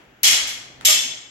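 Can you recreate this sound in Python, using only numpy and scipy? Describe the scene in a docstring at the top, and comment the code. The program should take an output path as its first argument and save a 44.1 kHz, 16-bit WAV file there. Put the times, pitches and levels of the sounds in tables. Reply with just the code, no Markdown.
"""A steel door latch clacks twice, hard, in a bare echoing room.
Each clack is a sharp crack plus the ring of the metal, drawn out by the room.
The mechanism ticks softly just before the second clack; the door leaf knocks just after it.
Under it: ventilation noise, hum, rumble and soft thumps. A limiter flattens each clack's onset."""
import sys
import numpy as np
from scipy import signal
from scipy.fft import rfft, irfft
from scipy.io import wavfile
from scipy.ndimage import uniform_filter1d, map_coordinates

SR = 44100
rng = np.random.default_rng(int(sys.argv[2]) if len(sys.argv) > 2 else 0)


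def digitize_waveform(pressure):
    """Quantize a signal to 16-bit integers and store it at the path in sys.argv[1].

    Rows of a 2-D input are taken as channels; values are limited to [-1, 1].
    """
    field = np.atleast_2d(pressure).T
    bounded = np.clip(field, -1, 1)
    quanta = np.round(bounded * 32767).astype(np.int16)
    wavfile.write(sys.argv[1], SR, quanta)


N = 57330

# latch contacts, first clack: t/s, relative level/dB
FIRST_CONTACTS = [(.232, -12.5), (.2365, -14.5), (.2398, -10), (.2745, -8.5), (.472, -26)]


def amp(db):
    """Decibels to gain."""
    return 10 ** (np.asarray(db) / 20)


def unit(x):
    """Scale to rms 1."""
    return x / np.sqrt(np.mean(abs(x) ** 2) + 1e-20)


def along(points, hz):
    """(f/Hz, value) points interpolated on a log axis."""
    f, values = np.transpose(points)
    return np.interp(np.log(hz + 1), np.log(f + 1), values)


def grid_hz():
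    """Bins of a transform twice the scene's length."""
    return np.fft.rfftfreq(2 * N, 1 / SR)


def filtered(x, response):
    """x through a response given on the grid."""
    return irfft(rfft(x, 2 * N) * response)[..., :N]


def causal(gain_db):
    """Minimum-phase response with the given gain."""
    cepstrum = irfft(np.log(np.maximum(amp(gain_db), 1e-6)))
    cepstrum[1:N] *= 2
    cepstrum[N + 1:] = 0
    return np.exp(rfft(cepstrum))


def diffuse():
    """White stereo noise, alike in the bass, unrelated in the treble."""
    # f/Hz, left-right correlation
    coherence = [(60, 0.83), (280, 0.86), (640, 0.34), (1300, 0), (15000, .02)]
    angle = np.arccos(np.clip(along(coherence, grid_hz()), -1, 1)) / 2
    mid, side = filtered(rng.standard_normal((2, N)), np.array([np.cos(angle), np.sin(angle)]))
    return np.array([mid + side, mid - side])


def noise(colour):
    """Coloured diffuse noise, rms 1."""
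    return unit(filtered(diffuse(), amp(along(colour, grid_hz()))))


def ventilation(air_db=-55, hum_hz=118, hum_db=-67.5):
    """Steady air noise and hum under a low rumble of varying level."""
    # spectra: f/Hz, relative level/dB
    air_colour = [(25, -21), (59, -11), (88, -27.5), (120, -39), (180, -11), (250, -3.5), (400, -10.5),
                  (750, -9.5), (1000, -15), (1600, -8.5), (3200, -16), (4200, -26), (7000, -26),
                  (9000, -41), (13000, -33), (15500, -45.5)]
    rumble_colour = [(25, -25.5), (55, 0.5), (90, -12), (125, 1), (180, -8.5), (260, -5.5), (400, -7.5),
                     (900, -11), (3000, -56.5)]
    # t/s, level/dB
    rumble_envelope = [(0, -53.5), (.25, -62), (.32, -54), (.6, -55), (.85, -50), (1.0, -52.5), (1.15, -54),
                       (1.3, -70)]
    t = np.arange(N) / SR
    hum = amp(hum_db) * np.sqrt(2) * np.sin(2 * np.pi * (hum_hz * t + rng.random()))
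    rumble = amp(np.interp(t, *np.transpose(rumble_envelope))) * noise(rumble_colour)
    return amp(air_db) * noise(air_colour) + hum + rumble


def faint_echo(level_db=-53, t60_s=0.42):
    """A faint echo dies away at the start."""
    # f/Hz, relative level/dB
    colour = [(100, -15), (600, 3), (3000, 0), (4200, -9), (7000, -14), (9000, -22.5), (13000, -24),
              (16000, -42)]
    t = np.arange(N) / SR
    return amp(level_db - 60 * t / t60_s) * noise(colour)


def chink(level_db=-9.5, t60_s=0.013):
    """A bright steel-on-steel scrape, heard directly, opens the first clack."""
    # f/Hz, relative level/dB
    colour = [(1000, -39.5), (2200, -5.5), (7000, -20), (9000, -26), (11000, 11), (13000, 11),
              (15500, -17.5)]
    t = np.arange(N) / SR - FIRST_CONTACTS[0][0]
    return (t >= 0) * amp(level_db - 60 * np.maximum(t, 0) / t60_s) * noise(colour)


def crack(colour, resonances=()):
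    """Response of a hard contact: broad spectrum, lifted at any metal resonances; energy 1."""
    f = grid_hz()
    lift_db = sum(db * np.exp(-4 * np.log(2) * ((f - hz) / width_hz) ** 2)
                  for hz, width_hz, db in resonances)
    return unit(causal(along(colour, f) + lift_db))


def room(direct_db=-39):
    """Impulse response: weak centred direct sound; dense tail, bass blooms late, treble dies first."""
    # f/Hz, t60/s
    reverb_times = [(100, 0.77), (500, 0.9), (1300, 0.99), (2500, 0.69), (4000, 0.66), (7000, 0.57),
                    (10000, 0.44), (15000, 0.26)]
    # f/Hz, time constant/s
    build_times = [(100, 0.017), (600, 0.012), (1300, 0.0068), (2500, 0.00518), (6000, 0.0038)]
    hz, t, spectra = signal.stft(diffuse(), SR, nperseg=256)
    decay = amp(-60 * t / along(reverb_times, hz)[:, None])
    bloom = 1 - np.exp(-(t + 0.0031) / along(build_times, hz)[:, None])
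    response = signal.istft(spectra * decay * bloom, SR, nperseg=256)[1][:, :N]
    response /= np.sqrt(np.sum(response ** 2) / 2)
    response[:, 0] += amp(direct_db)
    return response


def strikes(contacts, response):
    """Each contact excites the response and sets off the room anew."""
    out = np.zeros((2, N))
    for start_s, db in contacts:
        start = round(start_s * SR)
        out[:, start:] += amp(db) * room()[:, :N - start]
    return filtered(out, response)


def after_ring(start_s, modes, t60_s, swell_s, waver_rad):
    """Modes swell and die, wavering as the room feeds them back; energy 1."""
    t = np.maximum(np.arange(N) / SR - start_s, 0)
    out = np.zeros((2, N))
    for hz, db in modes:
        for side in range(2):
            knots = rng.standard_normal((2, 64))
            drift, flutter = [map_coordinates(row, [t * 22]) for row in knots]  # 22 knots/s
            phase = 2 * np.pi * (hz * t + rng.random()) + waver_rad * drift
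            out[side] += amp(db + 2 * flutter - 60 * t / t60_s) * np.sin(phase)
    out *= 1 - np.exp(-t / swell_s)
    return out / np.sqrt(np.sum(out ** 2) / 2)


def first_clack():
    """The latch catches in a quick clatter; the steel rings on."""
    # crack spectrum, steel modes: f/Hz, relative level/dB
    colour = [(60, -33), (130, -24.5), (190, -28), (280, -14.5), (370, -24), (620, -14.5), (1000, -15.5),
              (1460, -11.5), (1750, -6), (2200, -1.5), (3200, -1.5), (3900, -1), (5500, -1), (7400, 0.5),
              (8600, -8.5), (11500, -4), (13000, -8), (14000, -14.5), (15500, -18)]
    modes = [(2210, -19), (2920, -12), (3296, 2.5), (5210, 0), (5835, -4)]
    # f/Hz, width/Hz, lift/dB
    resonances = [(2170, 190, 4.5), (2480, 60, 2.0), (2940, 100, 5.5), (3080, 110, 4.5), (3310, 150, 8.5),
                  (4040, 80, 4.0), (4280, 210, 3.5), (5200, 100, 4.0), (5420, 210, 6.5), (5820, 210, 4.5),
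                  (6060, 210, 3.0), (6400, 210, 5.0), (6620, 80, 3.0), (7370, 210, 5.5)]
    clatter = strikes(FIRST_CONTACTS, crack(colour, resonances))
    ring = after_ring(FIRST_CONTACTS[2][0], modes, t60_s=0.62, swell_s=0.0045, waver_rad=0.2)
    return amp(29.5) * clatter + amp(10.5) * ring


def thumps(rise_s=0.0062, t60_s=0.11):
    """Soft thumps in the room, each one low mode that swells and dies quickly."""
    # t/s, f/Hz, level/dB
    events = [(0.273, 134, -37), (0.318, 120, -37.5), (.425, 62, -42), (0.579, 118, -41), (.85, 65.6, -39),
              (.955, 123, -48), (1.047, 252.5, -35.5)]
    out = np.zeros(N)
    for start_s, hz, db in events:
        t = np.maximum(np.arange(N) / SR - start_s, 0)
        envelope = amp(db - 60 * t / t60_s) * (1 - np.exp(-t / rise_s))
        out += envelope * np.sin(2 * np.pi * (hz * t + rng.random()))
    return out


def ticks(room_db=15, t60_s=0.012):
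    """Small, fairly dry ticks as the mechanism takes up its slack."""
    # t/s, level/dB
    contacts = [(0.8108, -30.5), (0.814, -53), (0.82, -39.5), (0.83, -41)]
    # f/Hz, relative level/dB
    colour = [(60, -31), (250, -2), (700, 3.5), (2200, 4), (4000, -5), (7000, -7), (12000, -19.5),
              (15500, -23.5)]
    t = np.arange(N) / SR
    envelope = sum(amp(db - 60 * np.maximum(t - start_s, 0) / t60_s) * (t >= start_s)
                   for start_s, db in contacts)
    return envelope * noise(colour) + amp(room_db) * strikes(contacts, crack(colour))


def second_clack():
    """The latch snaps home and rings longer."""
    # t/s, relative level/dB
    contacts = [(.8495, -5.5), (.852, -4)]
    # crack spectrum, steel modes: f/Hz, relative level/dB
    colour = [(60, -34), (130, -38.5), (270, -15.5), (400, -21.5), (630, -13.5), (1100, -15), (1500, -12),
              (1750, -6), (2200, 0), (3200, -1), (3900, 0.5), (5500, 1), (7400, 2), (8700, -4), (11500, -1),
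              (13100, -5), (13800, -16), (14600, -8), (15500, -25)]
    modes = [(2940, -7), (3490, 0), (4010, -7), (5070, -9), (6378, -2), (6965, -8), (7556, -5)]
    # f/Hz, width/Hz, lift/dB
    resonances = [(1940, 70, 4.5), (2220, 80, 7.5), (2690, 110, 10.0), (3060, 200, 11.5), (3260, 130, 10.5),
                  (3460, 100, 15.0), (3840, 100, 9.5), (4170, 80, 6.0), (4500, 150, 4.5), (5090, 210, 8.5),
                  (5560, 190, 11.5), (6120, 140, 10.0), (6390, 120, 14.0), (6680, 200, 5.5),
                  (6960, 90, 12.5), (7260, 150, 11.0), (7550, 150, 14.0), (8160, 150, 10.0),
                  (9340, 80, 3.5), (10750, 130, 4.0), (11720, 380, 9.5), (12470, 340, 11.0),
                  (13110, 380, 11.5)]
    snap = strikes(contacts, crack(colour, resonances))
    ring = after_ring(contacts[0][0], modes, t60_s=1.05, swell_s=0.0064, waver_rad=0.61)
    return amp(27.5) * snap + amp(7.5) * ring


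def leaf_knock(start_s=0.876):
    """The door leaf hits its frame with a short hollow knock."""
    # f/Hz, relative level/dB
    modes = [(625, 1), (690, -7), (835, -2), (1010, -6), (1225, 3), (1420, -2)]
    return amp(3) * after_ring(start_s, modes, t60_s=0.22, swell_s=0.014, waver_rad=1.1)


def scene():
    """Latch and door leaf over the room's background."""
    door = chink() + first_clack() + second_clack() + leaf_knock() + ticks()
    return door + thumps() + ventilation() + faint_echo()


def limiter(x, limit_db=-9.5, window_s=0.0013, release_db_per_s=118):
    """Gain drops at once above the limit and recovers at a steady rate."""
    power = abs(uniform_filter1d(np.mean(x ** 2, axis=0), round(window_s * SR)))
    over_db = np.maximum(10 * np.log10(power + 1e-12) - limit_db, 0)
    release_db = release_db_per_s * np.arange(N) / SR
    return x * amp(release_db - np.maximum.accumulate(over_db + release_db))


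def record(dry):
    """Colour of the two microphone ports, limiter, full-scale clipping, band limit."""
    # f/Hz, left minus right/dB
    port_balance = [(80, 1.5), (400, -0.5), (1300, -2.5), (2200, 4.5), (3250, 9.5), (3500, 9), (3800, 0.5),
                    (4500, -5), (5500, 1), (6500, -1.5), (7400, -4), (9000, -2), (10500, 4), (13000, 2)]
    lean_db = along(port_balance, grid_hz()) / 2
    ports = np.array([causal(lean_db), causal(-lean_db)])
    limited = limiter(filtered(dry, ports))
    return filtered(np.clip(limited, -1, 1), grid_hz() < 15750)


dry = scene()
out = record(dry)
digitize_waveform(out)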